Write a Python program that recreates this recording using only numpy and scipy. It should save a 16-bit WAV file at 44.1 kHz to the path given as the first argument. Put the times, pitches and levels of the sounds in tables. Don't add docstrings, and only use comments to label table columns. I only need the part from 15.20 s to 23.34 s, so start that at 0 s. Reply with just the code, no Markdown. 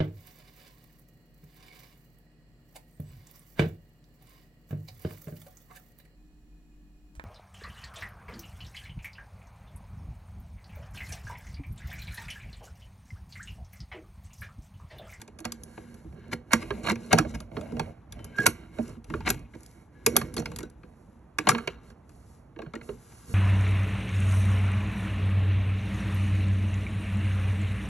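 import sys
import numpy as np
from scipy import signal
from scipy.fft import rfft, irfft, next_fast_len
from scipy.io import wavfile
from scipy.ndimage import uniform_filter1d

SR = 44100
rng = np.random.default_rng(int(sys.argv[2]) if len(sys.argv) > 2 else 0)


def digitize_waveform(pressure):
    field = np.atleast_2d(pressure).T
    bounded = np.clip(field, -1, 1)
    quanta = np.round(bounded * 32767).astype(np.int16)
    wavfile.write(sys.argv[1], SR, quanta)


N = 358974

# t/s, drive of lock case/dB, of keys/dB, of door/dB,
# best excited region of the lock f/Hz, of the door f/Hz
BLOWS = [(0.016, -35, -34, -50, 744, 364), (0.078, -41, -46, -47, 735, 423),
         (0.188, -39, -38.5, -52.5, 2950, 158.6), (.203, -43, -41, -43, 826, 360),
         (.244, -32, -52, -75, 3880, 120), (.251, -18.5, -25, -30.5, 754, 238),
         (0.321, -37.5, -25.5, -42, 1270, 154), (0.435, -79, -32, -56.5, 1070, 300),
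         (0.576, -35, -72, -36.5, 724, 383), (.743, -55, -42.5, -45.5, 945, 210),
         (0.843, -55, -69, -43, 810, 163), (0.924, -46.5, -67, -49.5, 750, 164),
         (1.333, -5, -10, -18, 2050, 220), (1.426, -31, -54, -39.5, 1380, 440),
         (1.505, -17, -45, -24, 1350, 314), (1.756, -30, -44, -34.5, 2640, 118),
         (1.929, -3, -13.5, -12.5, 750, 190), (1.985, -5.5, -12.5, -21, 1380, 175.1),
         (2.048, -35, -96, -31, 734, 128), (2.155, -37.5, -46, -36, 830, 144),
         (2.203, -34.5, -35, -41, 1160, 121), (2.315, -46.5, -73, -41, 980, 116),
         (2.367, -23.5, -60, -30, 1350, 229), (2.411, -38.5, -42.5, -39.5, 1230, 232),
         (2.52, -39.5, -47.5, -28.5, 790, 234), (2.567, -34, -50, -32.5, 880, 144),
         (2.595, -17.5, -27, -26, 845, 145), (2.923, -38, -35, -54, 3970, 122),
         (2.991, -37, -55, -44, 760, 288), (3.044, -40.5, -33.5, -44.5, 940, 126),
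         (3.184, -18, -39.5, -26, 1620, 295), (3.265, -5, -3, -23.5, 1370, 209),
         (3.585, -29, -54, -25, 700, 220), (3.768, -58, -69, -43, 897, 237),
         (3.843, -44.5, -45.5, -52, 810, 132.4), (3.9, -27.5, -48.5, -32, 1190, 134),
         (3.938, -20.5, -50, -28, 1350, 296), (4.005, -31, -50, -44, 935, 161),
         (4.102, -13, -11.5, -30, 2380, 382), (4.144, -39, -44, -44.5, 775, 124),
         (4.192, -47, -49, -53, 930, 121), (4.352, -47, -62, -48.5, 716, 407),
         (4.406, -56, -49, -70, 890, 120), (4.432, -57, -42, -58, 750, 315),
         (4.462, -60, -42.5, -64, 714, 295), (4.863, -10.5, -7.5, -18, 2240, 450),
         (4.956, -22, -46, -27, 1280, 589), (4.965, -8.5, -6.5, -29, 1350, 440),
         (5.013, -20.5, -32.5, -30, 1220, 139), (5.071, -62, -56, -47.5, 1070, 214),
         (5.14, -39, -31.5, -48, 4220, 186), (5.166, -20.5, -23, -24.5, 4330, 392),
         (5.178, -23, -29.5, -31, 4300, 233), (5.22, -33.5, -47, -37.5, 785, 230),
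         (5.257, -21.5, -34, -43, 2470, 153), (5.316, -36, -44, -49, 1080, 445),
         (5.361, -32.5, -30.5, -52, 1240, 157), (5.387, -31.5, -29, -42, 1620, 490),
         (5.405, -35.5, -41, -36, 1240, 328), (5.43, -35.5, -40, -35, 1480, 394),
         (5.499, -62.5, -49, -76, 814, 168.7), (5.632, -38.5, -68.5, -46.5, 1213, 338),
         (6.185, -13.5, -19.5, -26, 2390, 327), (6.27, -7.5, -32, -21.5, 910, 626),
         (6.289, -2.5, -8, -23.5, 1140, 162), (6.315, -18, -36, -32, 1340, 196),
         (6.348, -14.5, -52, -33, 1140, 237), (6.381, -20.5, -37.5, -43.5, 1410, 215),
         (6.474, -10.5, -30.5, -31, 2540, 444), (6.701, -43.5, -53, -59, 1350, 232),
         (6.893, -47.5, -52, -57, 1113, 174), (7.361, -40.5, -73, -43.5, 1660, 342),
         (7.389, -30, -58, -34, 1610, 606), (7.418, -32.5, -50.5, -36.5, 1220, 380),
         (7.462, -41, -85, -43, 1590, 168), (7.536, -27.5, -48, -36.5, 1390, 672),
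         (7.553, -28.5, -41.5, -36.5, 1840, 281), (7.612, -37.5, -63, -46, 1950, 159),
         (7.689, -29, -73, -28, 1180, 350), (7.921, -42.5, -54, -65, 750, 118)]
# f/Hz, relative level/dB, t60/s
DOOR_MODES = [(119, -5.5, 0.069), (161, -2, 0.099), (232.4, -1.5, 0.17), (292.4, -5, .07), (326, 1, 0.049),
              (395.8, 1.5, 0.041), (466.4, -3, 0.05), (492, -6, 0.12), (626.8, -2.5, 0.014)]
LOCK_MODES = [(755, -3, .03), (904, -3, .03), (1173, 0, .025), (1350, -1, .025), (1650, -1, .025),
              (1870, -3, .02), (2190, 0, .02), (2500, 0, .018), (2800, -3, .015), (3270, -6, .015),
              (3800, -8, .012), (4300, -3, .02)]
KEY_MODES = [(5080, -1, 0.024), (5710, 3.5, 0.0025), (6170, -2, 0.0027), (6730, -6.5, .01),
             (8400, 4, 0.0034), (8870, 0.5, .008), (10370, -1, 0.0034), (10460, -1.5, 0.03),
             (11460, -3, 0.01), (12940, 1, 0.02)]


def lock_and_door(friction_db, load_db):
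    keys, case, planks = np.add(struck(), rubbed(friction_db, load_db))
    return band(keys, 4000, 15000) + band(case, 450, 6000) + band(planks, 80, 1400)


def struck():
    # keys over lock level/dB, f/Hz
    key_region = [(-6, 6300), (1, 11300)]
    start, lock_db, key_db, door_db, lock_hz, door_hz = np.transpose(BLOWS)
    key_over_lock_db = key_db - lock_db
    key_hz = np.interp(key_over_lock_db, *np.transpose(key_region))
    ms = 4.96 - 0.0437 * np.maximum(key_over_lock_db, 0)
    crack_db = lock_db + 0.57 * np.minimum(key_over_lock_db, 0) + 4.5
    key_grit, case_grit, wood_grit = [grit(14000, 0.7) for _ in range(3)]

    key_push = push(start, key_db + 5.5, np.minimum(0.15 * ms, .8), rise_ms=0.18)
    key_push += push(start, key_db + 3.0, 0.61 * ms, rise_ms=0.99)
    keys = key_grit * key_push
    case_push = push(start, lock_db, 0.54 * ms, rise_ms=0.49)
    case_push += push(start, lock_db - 16, 2.22 * ms, rise_ms=0.99)
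    case = case_grit * case_push
    crack = case_grit * push(start, crack_db, 0.51 * ms, rise_ms=0.63)
    planks = push(start, door_db + 12.5, 0.048 * ms, rise_ms=0.27, late_ms=3.)
    planks += wood_grit * push(start, door_db + 5.5, 2.0 * ms, rise_ms=3.5, late_ms=3.9)

    key_sound = undb(4) * body(keys, KEY_MODES, 3, start, key_hz, 10) + undb(1) * keys
    clatter = band(case, 600, 2200) + band(crack, 2200, 5500)
    case_sound = body(case, LOCK_MODES, 2.5, start, lock_hz, 9) + undb(4) * clatter
    return key_sound, case_sound, body(planks, DOOR_MODES, 5.2, start, door_hz, 11.0)


def rubbed(friction_db, load_db):
    # start t/s, length/s, drive of lock case/dB, of keys/dB, of door/dB,
    # best excited region of the lock f/Hz
    scrapes = [(1.113, 0.02, -32, -41, -28.5, 1980), (1.306, 0.025, -24.5, -38, -58, 1910),
               (1.391, 0.039, -40.5, -46, -54, 2150), (1.627, .071, -28.5, -38.5, -29, 4340),
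               (1.682, .036, -26, -33.5, -22.5, 4430), (1.814, 0.053, -55, -57, -56, 4300),
               (1.905, 0.022, -23, -36, -28.5, 1170), (1.971, 0.016, -23, -40, -31, 890),
               (2.073, 0.037, -51.5, -49, -41.5, 4300), (2.136, 0.015, -39, -39, -46.5, 2500),
               (3.143, 0.099, -39.5, -46, -35.5, 1660), (3.257, 0.006, -17, -27.5, -42, 1350),
               (3.575, .12, -70, -56.5, -40.5, 1310), (4.049, 0.031, -21.5, -36, -28.5, 2360),
               (4.084, 0.011, -26.5, -25.5, -33.5, 2440), (4.112, .03, -50.5, -61, -38, 2500),
               (4.33, 0.024, -49.5, -64, -39.5, 1610), (5.169, .034, -41, -42.5, -27, 4230),
               (5.402, 0.051, -60, -58, -40, 1600), (6.279, 0.025, -24, -25.5, -26, 1200)]
    start, length, lock_db, key_db, door_db, lock_hz = np.transpose(scrapes)
    keys = drag(start, length, key_db) + undb(friction_db - 12 + 2.2 * walk(40)) * grit(3000, 2.1)
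    case = drag(start, length, lock_db) + undb(friction_db + 4 + 0.7 * walk(60)) * grit(4200, 0.87)
    planks = drag(start, length, door_db) + undb(load_db + 1.9 * walk(30)) * rng.standard_normal(N)
    key_hz, door_hz = np.full(len(start), 6000), np.full(len(start), 230)
    key_sound = undb(5) * body(keys, KEY_MODES, 3, start, key_hz, 5) + undb(1.5) * keys
    case_sound = undb(-1) * body(case, LOCK_MODES, 2.5, start, lock_hz, 5) + undb(3) * band(case, 500, 2800)
    return key_sound, case_sound, body(planks, DOOR_MODES, 4.2, start, door_hz, 5.3)


def push(start, db, length_ms, rise_ms, late_ms=0.):
    shape, t_ms = np.zeros(N + 8192), 1000 * np.arange(8192) / SR
    for s, gain, ms in zip(start, undb(db), np.clip(length_ms, .1, 30)):
        i = int((s + late_ms / 1000) * SR)
        shape[i:i + 8192] += gain * (1 - np.exp(-t_ms / rise_ms)) * np.exp(-t_ms / ms)
    return shape[:N]


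def drag(start, length, db, stop_ms=5.0):
    shape, t = np.zeros(N + 8192), np.arange(8192) / SR
    for s, span, gain in zip(start, length, undb(db)):
        swell = np.minimum(t / span, 1) ** 0.86
        stop = np.exp(-np.maximum(t - span, 0) * 1000 / stop_ms)
        i = int(s * SR)
        shape[i:i + 8192] += gain * swell * stop
    return shape[:N] * undb(3.1 * walk(250)) * grit(9000, 2)


def grit(rate, spread_db):
    hits = rng.random(N) < rate / SR
    return level(hits * rng.standard_normal(N) * undb(spread_db * rng.exponential(size=N)), 0)


def body(force, modes, scatter_db, start, best_hz, focus_db):
    hz, db, t60 = np.transpose(modes)
    contact_now = np.clip(np.searchsorted(start, np.arange(N) / SR, "right") - 1, 0, None)
    near = np.exp(-(np.log(hz / best_hz[:, None]) / .2) ** 2)
    scatter = scatter_db * rng.standard_normal((len(start), len(modes)))
    share = undb(db + focus_db * near + scatter)
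    share /= np.sqrt(np.sum(share ** 2, axis=1, keepdims=True))
    out = np.zeros(N)
    for k in range(len(modes)):
        out += (-1) ** k * mode(force * share[contact_now, k], hz[k], t60[k])
    return out


def mode(x, hz, t60):
    r = np.exp(-np.log(1000) / (t60 * SR))
    pole = r * np.exp(2j * np.pi * hz / SR)
    return signal.lfilter([np.sqrt(2 * (1 - r * r))], [1, -pole], x).imag


def squeak():
    # t/s, f/Hz, rms level before flutter/dB
    glide = [(3.127, 1536, -60), (3.144, 1600, -49.5), (3.176, 1630, -38.5), (3.187, 1627, -24.5),
             (3.209, 1647, -21.5), (3.225, 1660, -34), (3.255, 1624, -38), (3.267, 1640, -51)]
    s, hz, db = np.transpose(glide)
    t = np.arange(N) / SR
    pitch_hz = np.interp(t, s, hz) * (1 + 0.0084 * walk(150))
    phase = 2 * np.pi * np.cumsum(pitch_hz) / SR
    gain = undb(np.interp(t, s, db, -120, -120) + 1.5 * walk(240))
    return np.sqrt(2) * gain * (np.sin(phase) + undb(-28) * np.sin(2 * phase))


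def rings():
    # t/s, f/Hz, level/dB, t60/s
    ringing_tones = [(.021, 9000, -49, .06), (2.986, 3050, -52, .6), (3.269, 11400, -25, .12),
                     (4.441, 8100, -52, .13), (4.75, 1680, -56, .6), (4.886, 5830, -45, .4),
                     (5.179, 4350, -21, .03), (5.258, 2400, -37, .03), (5.433, 1500, -37, .08),
                     (5.433, 3900, -42, .05), (5.436, 5850, -62, .25), (6.289, 7200, -24, .06),
                     (6.291, 10100, -35, .05), (6.476, 2500, -32, .06), (7.611, 2050, -45, .05),
                     (7.632, 2700, -47, .03)]
    out, t = np.zeros(N + SR), np.arange(SR) / SR
    for s, hz, db, t60 in ringing_tones:
        i = int(s * SR)
        envelope = undb(db - 60 * t / t60) * np.minimum(t / 0.0031, 1)
        out[i:i + SR] += envelope * np.sin(2 * np.pi * hz * t)
    return out[:N]


def porch(x, t60=0.14, wet_db=-16):
    t = np.arange(SR // 4) / SR
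    tail = rng.standard_normal(len(t)) * undb(-60 * t / t60) * np.minimum(t / 0.0025, 1)
    return x + undb(wet_db) * signal.fftconvolve(x, tail / np.sqrt(np.sum(tail ** 2)))[:N]


def contact():
    # middle t/s, length/s, friction in the lock/dB, rustle/dB,
    # load on the door/dB, rumble/dB
    moves = [(.01, 0.032, -58.5, -70, -52, -66), (0.615, 0.37, -63.5, -71.5, -51.5, -56.5),
             (0.898, 0.11, -79, -84, -70, -45.5), (1.08, 0.24, -62.5, -88, -49.5, -51.5),
             (1.506, 0.33, -55, -69, -44.5, -46), (1.885, 0.21, -58, -69.5, -44, -49),
             (2.115, 0.22, -65, -76.5, -48, -39.5), (2.442, 0.19, -58.5, -71.5, -40, -44),
             (2.629, 0.15, -61.5, -74, -44, -40.5), (3.031, .2, -62, -83, -50.5, -45),
             (3.302, 0.33, -61, -76.5, -51.5, -52.5), (3.643, .2, -56.5, -70.5, -49.5, -46),
             (3.946, 0.13, -63, -73.5, -41, -45), (4.095, 0.26, -62.5, -81.5, -49.5, -38.5),
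             (4.486, 0.28, -68.5, -73.5, -62, -71), (4.78, 0.11, -69, -85.5, -57.5, -64),
             (4.972, .2, -54, -66, -40, -45.5), (5.252, 0.31, -66, -74, -46, -42.5),
             (5.784, 0.36, -81, -84.5, -62, -63), (6.34, .2, -50, -68.5, -38.5, -54.5),
             (6.68, 0.082, -64, -74.5, -55.5, -55.5), (7.047, 0.29, -77, -75, -71, -59.5),
             (7.691, 0.12, -70, -67.5, -53, -59.5), (8.04, 0.49, -64, -67, -65, -61.5),
             (8.13, 0.088, -59.5, -61.5, -47, -43)]
    middle, length, friction_db, rustle_db, load_db, rumble_db = np.transpose(moves)
    lock_db, door_db = np.transpose(BLOWS)[[1, 3]]
    friction = undb(2 * -86.5) + swells(middle, length, friction_db)
    cloth = undb(2 * -91.5) + swells(middle, length, rustle_db)
    load = undb(2 * -70) + swells(middle, length, load_db)
    low = undb(2 * -55) + swells(middle, length, rumble_db)
    friction += settle(lock_db, slope=0.66, top_db=-43, t60=0.51)
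    load += settle(door_db, slope=0.79, top_db=-23, t60=0.55)
    low += settle(door_db, slope=0.83, top_db=-30, t60=1.7)
    return 10 * np.log10((friction, cloth, load, low))


def swells(middle, length, db):
    t = np.arange(0, N, 64) / SR
    power = undb(2 * db) @ np.exp(-(2 * (t - middle[:, None]) / length[:, None]) ** 4)
    return np.interp(np.arange(N) / SR, t, power)


def settle(blow_db, slope, top_db, t60):
    kicks = np.zeros(N)
    kicks[(np.transpose(BLOWS)[0] * SR).astype(int)] = undb(2 * (top_db + slope * blow_db))
    power = signal.lfilter([1], [1, -undb(-2 * 60 / t60 / SR)], kicks)
    return uniform_filter1d(power, size=301, origin=150)


def rustle(db):
    # f/Hz, relative level per Hz/dB
    spectrum = [(500, -30.5), (1500, -13.5), (3000, -14.5), (5000, -5.5), (8000, -0.5), (10700, 1),
                (16000, -13)]
    fine = level(colour(rng.standard_normal(N) + 0.55 * grit(2100, 2.5), spectrum), 0)
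    return undb(db + 15.0 + 0.82 * walk(13)) * fine


def far_sounds_and_rumble(rumble_db):
    # f/Hz, relative level per Hz/dB
    far_spectrum, low_spectrum = [(60, -32.5), (130, -5), (300, -4), (530, -10.5), (930, -9.5),
                                  (2000, -20.5), (4000, -36.5), (9000, -70.5)], [(15, -39), (30, -10), (50, 6.5), (75, 0), (130, -7),
                                                    (260, -13.5), (600, -46.5)]
    far = undb(0.38 * walk(2.4)) * level(colour(rng.standard_normal(N), far_spectrum), -60)
    return far + undb(rumble_db + 1.5) * level(colour(rng.standard_normal(N), low_spectrum), 0)


def undb(db):
    return 10 ** (np.asarray(db) / 20)


def level(x, db):
    return x * undb(db) / np.sqrt(np.mean(x ** 2))


def over_hz(table, size):
    hz, value = np.transpose(table)
    return np.interp(np.log(np.arange(size // 2 + 1) * SR / size + 1), np.log(hz + 1), value)


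def colour(x, table):
    return irfft(rfft(x) * undb(over_hz(table, len(x))), len(x))


def band(x, lo_hz, hi_hz):
    return signal.sosfilt(signal.butter(2, [lo_hz, hi_hz], "band", fs=SR, output="sos"), x)


def walk(rate):
    k = int(SR / rate)
    return 1.8 * uniform_filter1d(np.repeat(rng.standard_normal(N // k + 1), k), k)[:N]


def scene():
    # f/Hz, level of unrelated sound/dB before it is shared out
    apart = [(100, -22), (300, -8), (700, 2), (1500, -6), (2400, -4), (3400, 4), (4500, 0), (5000, 3),
             (6000, -14), (11500, -16), (13500, -12)]
    friction_db, rustle_db, load_db, rumble_db = contact()
    metal_and_wood = lock_and_door(friction_db, load_db) + squeak() + rings()
    air = porch(metal_and_wood) + rustle(rustle_db) + far_sounds_and_rumble(rumble_db)
    path = rng.standard_normal(256) * np.exp(-np.arange(256) / 60)
    path /= np.sqrt(np.sum(path ** 2))
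    other = np.tanh(2 * walk(30)) * colour(signal.fftconvolve(air, path)[:N], apart)
    return air + other * np.array([[.5], [-.5]])


def record(dry):
    # f/Hz, level/dB
    response = [(20, -14), (100, 2.5), (9500, -7.5), (11400, -7.5), (12000, -18.5), (12500, -14),
                (13200, -27), (15500, -30.5), (22000, -31)]
    # f/Hz, phase/rad
    lead = [(0, 0), (860, .4), (1550, 0), (2200, .4), (2900, 1.1), (3900, .7), (4700, 1.8), (4950, 3.2),
            (5200, 4.7), (5800, 6.2), (7200, 7.7), (8440, 9), (9200, 9.4), (10500, 11), (11900, 12.4),
            (13400, 12.7), (15800, 15.8)]
    # f/Hz, left minus right level/dB
    lean = [(60, -1), (110, -1.5), (200, -3), (380, -5.5), (700, -4), (1290, -.5), (4400, -.5), (15000, 0)]
    size = next_fast_len(N + 4096)
    half = undb(over_hz(lean, size) / 2) * np.exp(.5j * over_hz(lead, size))
    spectrum = rfft(dry, size) * undb(over_hz(response, size))
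    ports = irfft(spectrum * np.array([half, 1 / half]), size)[:, :N]
    ports = np.tanh(ports)
    return signal.sosfilt(signal.ellip(8, .2, 70, 16000, fs=SR, output="sos"), ports)


dry = scene()
out = record(dry)
digitize_waveform(out)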